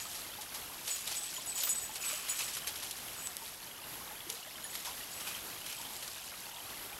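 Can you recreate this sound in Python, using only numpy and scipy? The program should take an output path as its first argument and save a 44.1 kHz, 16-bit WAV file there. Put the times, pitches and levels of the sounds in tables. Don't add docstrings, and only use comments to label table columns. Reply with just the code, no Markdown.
import sys
import numpy as np
from scipy import signal
from scipy.fft import rfft, irfft, next_fast_len
from scipy.io import wavfile

SR = 44100
rng = np.random.default_rng(int(sys.argv[2]) if len(sys.argv) > 2 else 0)


def int16_out(signal):
    q = np.round(np.clip(np.atleast_2d(signal).T, -1, 1) * 32767)
    wavfile.write(sys.argv[1], SR, q.astype(np.int16))


N = 308259

# [t/s, peak level/dB, t60/s]
SNAPS = [(0.136, -37, 0.3), (0.407, -35.5, 0.18), (.541, -32, 0.13), (0.873, -29.5, 0.13),
         (.96, -32.5, 0.06), (1.07, -29.5, 0.13), (1.111, -30.5, 0.11), (1.172, -31, 0.027),
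         (1.574, -29.5, 0.12), (1.635, -25.5, 0.05), (1.671, -28.5, 0.087), (1.954, -32.5, 0.089),
         (2.157, -31, 0.02), (2.284, -29, 0.06), (2.387, -33, 0.34), (2.478, -35, 0.15), (2.566, -29, 0.08),
         (2.668, -26, 0.13), (2.757, -33.5, 0.059), (2.819, -34.5, 0.24), (2.91, -25.5, 0.029),
         (3.271, -25, 0.011), (3.368, -22.5, 0.0068), (4.294, -27, 0.011), (4.299, -24, 0.028),
         (4.752, -27.5, 0.035), (4.844, -32, 0.3), (5.138, -36, .015), (5.198, -34.5, 0.14),
         (5.267, -32.5, 0.2), (5.66, -34.5, 0.08), (5.724, -32.5, 0.049), (5.815, -28.5, 0.017),
         (5.965, -29.5, 0.016), (6.023, -34.5, 0.12), (6.077, -30, 0.022), (6.772, -39, 0.01)]
SNAP_CREST_DB = 4
SNAP_RISE_SHARE = .045
TWIG_T60_S, TWIG_CUT_HZ = .03, 2800
CRACK_DB = -4
# [t of the peak/s, peak level/dB, fade t60/s, damp litter relative level/dB]
PUSHES = [(0, -38, 0.032, -1.5), (.13, -47, 0.94, -8), (.885, -41.5, 0.81, -8.5), (1.08, -51, 0.53, -15),
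          (1.6, -39, 1.18, -10), (1.965, -42, 0.11, -18), (2.049, -40, 1.4, -2.5), (2.125, -47, 0.21, 3.5),
          (2.3, -42.5, 0.87, -4), (2.399, -38.5, 0.41, -4), (2.55, -40.5, 0.22, -22),
          (3.45, -48.5, 1.3, -24), (4.32, -45.5, 0.58, -9), (4.75, -44.5, 0.59, -13),
          (5.27, -46.5, 0.84, 2), (5.7, -45.5, 0.36, 0)]
PUSH_RISE_DB_PER_S = 292
# [t/s, level/dB]
STIR = [(0, -46), (.3, -57), (.86, -53), (1.15, -43.5), (1.5, -50), (1.9, -68.5), (2.9, -48), (3.5, -59),
        (3.7, -65), (4.69, -54.5), (5.17, -52), (5.6, -53.5), (6.05, -48), (6.99, -59.5)]
STIR_LITTER_DB = -12
# [f/Hz, level per Hz/dB]
LEAF_SPECTRUM = [(290, -42), (500, -7.5), (1510, -6), (3010, -0.5), (3960, -1), (7780, -3.5), (11300, -7),
                 (15500, -24.5)]
# [f/Hz, level per Hz/dB]
LITTER_SPECTRUM = [(700, -16.5), (1200, -1), (2150, -4), (2470, 5), (2740, -1), (3000, 2.5), (3700, -13)]
LEAF_RING_CYCLES = 17

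# [t/s, length/s, share spent rising/0-1, ring level/dB]
LOW_TAG_FLASHES = [(0, 0.038, 0.14, -45), (0.905, 0.072, 0.1, -36.5), (1.166, 0.025, .3, -42),
                   (1.342, 0.053, .05, -42), (1.464, 0.05, 0.38, -44.5), (1.553, .04, .3, -38.5),
                   (1.588, .027, .6, -37.5), (1.616, .06, .44, -47), (1.692, .046, .05, -29),
                   (1.731, .13, .57, -47), (2.011, 0.029, .4, -41.5), (2.066, .12, .52, -49),
                   (2.291, 0.05, .09, -33), (3.163, 0.14, .1, -50), (4.634, 0.097, .05, -50.5),
                   (5.101, 0.065, .1, -53)]
# [f/Hz, level/dB]
LOW_RING = [(6938, 0), (7010, -9)]
# [t/s, level/dB, share of the power in the top mode/0-1]
LOW_BLOWS = [(1.338, -46, .05), (1.46, -40, 0.3), (1.693, -30, 0.7), (2.295, -34, 0), (4.641, -38, 0.05)]
# [f/Hz, t60/s]
LOW_CLINK = [(10625, .1), (11110, .07)]
# [t/s, length/s, share spent rising/0-1, ring level/dB]
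HIGH_TAG_FLASHES = [(0, 0.097, 0.17, -50), (0.892, 0.08, .18, -39), (1.154, 0.059, .25, -37),
                    (1.214, 0.094, .18, -41.5), (1.348, 0.03, .3, -48), (1.466, 0.074, 0.37, -37),
                    (1.55, 0.083, .03, -38), (1.647, 0.032, .3, -39), (1.676, 0.063, 0.89, -32),
                    (1.74, .065, .59, -36), (1.817, .06, .06, -39), (2.005, .025, .15, -42),
                    (2.033, .1, .36, -36), (2.138, .085, .2, -44), (2.293, .037, .15, -33.5),
                    (2.338, .07, .5, -41), (2.42, .09, .14, -46), (3.168, .047, .05, -44.5),
                    (3.207, .085, .6, -40), (4.697, .03, .2, -49), (5.108, 0.26, .1, -52),
                    (5.745, 0.08, .5, -51)]
HIGH_RING_HZ = 8008
# [t/s, level/dB, share of the power in the top mode/0-1]
HIGH_BLOWS = [(.9, -45, .75), (.945, -45, 0.82), (1.14, -50, .01), (1.345, -53, .99), (1.46, -53, .9),
              (1.553, -43, .8), (1.635, -32, .01), (1.684, -42, .2), (1.826, -47, 0.11), (2.007, -49, .99),
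              (2.042, -48, .01), (2.293, -41, .99)]
# [f/Hz, t60/s]
HIGH_OVERTONES = [(14500, .3), (14585, .2), (14890, .2), (12350, .08)]
PAIR_DB = -2
# [t/s, speed/(m/s)]
APPROACH = [(0, .2), (1.82, 0), (2, -2), (2.14, -2.4), (2.29, -.5), (3.2, .1), (5.1, -2.6), (5.75, -3.2)]
SWING_M_PER_S = .4
LINGER_S, LINGER_DB, LINGER_BEAT_HZ = 0.25, -12.5, 38
SOUND_M_PER_S = 343

# [t/s, peak level/dB, starting f/Hz]
PLOPS = [(0.055, -41, 1240), (0.337, -39, 3460), (0.386, -40, 830), (1.366, -32, 3120), (1.38, -40, 1010),
         (1.671, -39.5, 1180), (1.893, -40, 846), (2.037, -33, 2540), (2.129, -41.5, 600),
         (2.407, -31, 2540), (2.482, -37, 3860), (2.619, -36, 2980), (2.645, -37, 3000), (3.419, -43, 890),
         (3.776, -44, 3080), (4.009, -43.5, 1064), (4.078, -41, 3700), (4.109, -44, 834),
         (4.205, -34.5, 3340), (4.267, -44.5, 330), (4.293, -47, 436), (4.334, -47, 460),
         (4.428, -39, 2850), (4.469, -47, 620), (4.557, -38, 3060), (4.65, -39.5, 1740), (4.878, -39, 954),
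         (5.005, -41, 1840), (5.034, -39, 2820), (5.272, -39, 1480), (5.349, -31, 3070),
         (5.617, -37.5, 2910), (5.726, -38, 3000), (5.797, -44, 900), (5.852, -36, 3070),
         (6.456, -39, 4350), (6.515, -41, 3000), (6.603, -38, 3020), (6.929, -37.5, 2370)]
# [rate/(1/s), centre f/Hz, spread/octaves, length/cycles, level/dB]
PATTER = [(300, 2000, .55, 51, -59), (276, 3100, 0.144, 77, -58), (200, 4500, 0.296, 47, -59)]
# [t/s, peak level/dB, fade t60/s]
GURGLES = [(5.83, -52.5, 1.2), (6.47, -53, 0.34), (6.56, -53, 0.32)]
# [t/s, peak level/dB, fade t60/s]
GULP = (4.876, -46, .25)
GURGLE_DB = -60.5
GURGLE_RISE_DB_PER_S, GULP_RISE_DB_PER_S = 400, 800
# [f/Hz, level per Hz/dB]
BED_SPECTRUM = [(15, -42), (25, 2), (604, -2.5), (1980, -3.5), (3880, -7), (8970, -8.5), (11700, -5.5),
                (13100, -11), (15800, -13.5)]
BED_DB = -49

PORT_HZ, PORT_WIDTH_HZ, PORT_DB = 11550, 1000, 7.0
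CUTOFF_HZ = 15780


def leaves():
    dry_power = from_db(2 * np.interp(np.arange(N) / SR, *np.transpose(STIR)))
    litter_power = dry_power * from_db(2 * STIR_LITTER_DB)
    for s, db, t60, litter_db in PUSHES:
        push = swell(s, db, PUSH_RISE_DB_PER_S, t60)
        dry_power = dry_power + push
        litter_power = litter_power + push * from_db(2 * litter_db)
    grains = crackle(4500, 1.4) * from_db(drift(56))
    dry_leaves = high_pass(coloured(grains, LEAF_SPECTRUM), 3000)
    crunch = coloured(clicks(2000, 2.8) * from_db(1.7 * drift(34)), LITTER_SPECTRUM)
    stirred = np.sqrt(dry_power) * rms_one(dry_leaves) + np.sqrt(litter_power) * rms_one(crunch)
    return stirred + snaps()


def snaps():
    crushes, twigs, cracks = np.zeros((3, N))
    t = np.arange(int(.2 * SR)) / SR
    for s, peak_db, t60 in SNAPS:
        rise = np.minimum(t / (SNAP_RISE_SHARE * t60), 1)
        envelope = from_db(peak_db - SNAP_CREST_DB - 60 * t / t60) * rise
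        add(twigs if t60 < TWIG_T60_S else crushes, s, envelope)
        add(cracks, s, from_db([peak_db + CRACK_DB]) * np.exp(-(t60 / TWIG_T60_S) ** 2))
    breaking = rms_one(coloured(crackle(12000, 1.5), LEAF_SPECTRUM))
    thin = high_pass(coloured(cracks, LEAF_SPECTRUM) + twigs * breaking, TWIG_CUT_HZ)
    return thin + crushes * breaking


def crackle(per_s, spread_db):
    source = clicks(per_s, spread_db)
    dealt = rng.integers(0, 24, N)
    out = 0
    for k, hz in enumerate(np.geomspace(500, 15000, 24)):
        r, w = from_db(-60 * hz / (LEAF_RING_CYCLES * SR)), 2 * np.pi * hz / SR
        struck_leaf = source * (dealt == k) + 1e-18
        out = out + hz * signal.lfilter([np.sin(w)], [1, -2 * r * np.cos(w), r * r], struck_leaf)
    return rms_one(out)


def clicks(per_s, spread_db):
    sizes = from_db(spread_db * np.minimum(rng.exponential(1, N), 5))
    sizes = sizes * rng.choice([-1, 1], N)
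    return rms_one(sizes * (rng.random(N) < per_s / SR))


def tags():
    out = np.zeros(N)
    for s, length, rising, ring_db in LOW_TAG_FLASHES:
        turn = flash(length, rising)
        ring = sum(from_db(ring_db + db) * tone(hz, len(turn)) for hz, db in LOW_RING)
        add(out, s, turn * ring)
    for s, length, rising, ring_db in HIGH_TAG_FLASHES:
        turn = flash(length, rising)
        add(out, s, turn * from_db(ring_db) * tone(HIGH_RING_HZ * doppler(s), len(turn)))
    for s, db, top in LOW_BLOWS:
        for (hz, t60), gain in zip(LOW_CLINK, shared(db, top)):
            add(out, s, gain * struck(hz, t60))
    for s, db, top in HIGH_BLOWS:
        low, high = shared(db, top)
        gains = (low, low * from_db(PAIR_DB), high, low * from_db(-6))
        for (hz, t60), gain in zip(HIGH_OVERTONES, gains):
            add(out, s, gain * struck(hz * doppler(s), t60))
    return out


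def flash(length, rising):
    life, rising = np.linspace(0, 1, int(length * SR)), np.clip(rising, .03, .9)
    turn = np.where(life < rising, life / rising, (1 - life) / (1 - rising))
    knots = rng.standard_normal(int(length * 90) + 2)
    tremble_db = np.interp(life, np.linspace(0, 1, len(knots)), 2.5 * knots)
    t = np.arange(len(life) + int(LINGER_S * SR)) / SR
    beads = np.abs(np.sin(np.pi * LINGER_BEAT_HZ * t + np.pi * rng.random()))
    out = from_db(LINGER_DB) * beads * np.minimum(t / length, (t[-1] - t) / LINGER_S)
    out[:len(life)] += np.sin(np.pi / 2 * turn) ** 1.1 * from_db(tremble_db)
    return out


def tone(hz, count):
    hz = hz * (1 + SWING_M_PER_S * rng.standard_normal() / SOUND_M_PER_S)
    return np.sin(2 * np.pi * (hz * np.arange(count) / SR + rng.random()))


def struck(hz, t60):
    t = np.arange(int(t60 * SR)) / SR
    return tone(hz, len(t)) * from_db(-60 * t / t60)


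def shared(db, top):
    top = np.clip(top, 0, 1)
    return from_db(db) * np.sqrt(1 - top), from_db(db) * np.sqrt(top)


def doppler(s):
    return 1 + np.interp(s, *np.transpose(APPROACH)) / SOUND_M_PER_S


def creek():
    bed = rms_one(coloured(rng.standard_normal(N), BED_SPECTRUM))
    out = from_db(BED_DB + 1.45 * drift(4.0)) * bed
    welling = sum(swell(s, db, GURGLE_RISE_DB_PER_S, t60) for s, db, t60 in GURGLES)
    out += np.sqrt(welling) * patter(480, 900, .08, 45.0)
    gulp_s, gulp_db, gulp_t60 = GULP
    low_power = from_db(2 * GURGLE_DB) + swell(gulp_s, gulp_db, GULP_RISE_DB_PER_S, gulp_t60)
    out += np.sqrt(low_power) * patter(480, 880, .3, 30.0)
    for per_s, centre_hz, octaves, cycles, level_db in PATTER:
        out += from_db(level_db + 1.37 * drift(12.0)) * patter(per_s, centre_hz, octaves, cycles)
    for s, db, hz in PLOPS:
        add(out, s, from_db(db) * bubble(hz, 79.0 * min(1, hz / 800), 0.078))
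    return out


def patter(per_s, centre_hz, octaves, cycles):
    out = np.zeros(N)
    draws = np.c_[rng.random((3500, 1)), rng.standard_normal((3500, 2))]
    for when, size, loud in draws[:int(per_s * N / SR)]:
        note = bubble(centre_hz * 2 ** (octaves * size), cycles, 0.05)
        add(out, when * N / SR, from_db(6.5 * min(loud, 1.55)) * note)
    return rms_one(out)


def bubble(hz, cycles, rise):
    t = np.arange(int(cycles / hz * SR)) / SR
    life = t * hz / cycles
    note = np.sin(2 * np.pi * hz * t * (1 + rise * life))
    return note * from_db(-60 * life) * np.minimum(life / 0.02, 1)


def swell(s, db, rise_db_per_s, t60):
    late = np.arange(N) / SR - s
    below_peak_db = np.where(late < 0, -rise_db_per_s * late, 60 * late / t60)
    return from_db(2 * (db - below_peak_db))


def drift(rate):
    r = np.exp(-80 * np.pi * rate / SR)
    noise = rng.standard_normal(N // 40 + 2002)
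    slow = signal.lfilter([1], [1, -2 * r, r * r], noise)[2000:]
    return np.interp(np.arange(N) / 40, np.arange(len(slow)), rms_one(slow))


def coloured(x, spectrum):
    size = next_fast_len(len(x))
    hz, db = np.transpose(spectrum)
    bins_hz = np.arange(size // 2 + 1) * SR / size
    gain = from_db(np.interp(np.log(bins_hz + 1), np.log(hz), db))
    return irfft(rfft(x, size) * gain, size)[:len(x)]


def high_pass(x, hz):
    return signal.sosfilt(signal.butter(2, hz, "high", fs=SR, output="sos"), x)


def from_db(db):
    return 10 ** (np.asarray(db) / 20)


def rms_one(x):
    return x / np.sqrt(np.mean(x ** 2) + 1e-20)


def add(out, s, x):
    i = round(s * SR)
    out[i:i + len(x)] += x[:N - i]


def scene():
    return (leaves() + tags() + creek())[None]


def record(dry):
    r = np.exp(-np.pi * PORT_WIDTH_HZ / SR)
    poles = [1, -2 * r * np.cos(2 * np.pi * PORT_HZ / SR), r * r]
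    port_band = signal.lfilter([(1 - r * r) / 2, 0, (r * r - 1) / 2], poles, dry)
    heard = dry + (from_db(PORT_DB) - 1) * port_band
    heard = signal.sosfilt(signal.butter(1, 45, "high", fs=SR, output="sos"), heard)
    return signal.sosfilt(signal.ellip(14, .5, 75, CUTOFF_HZ, fs=SR, output="sos"), heard)


dry = scene()
out = record(dry)
int16_out(out)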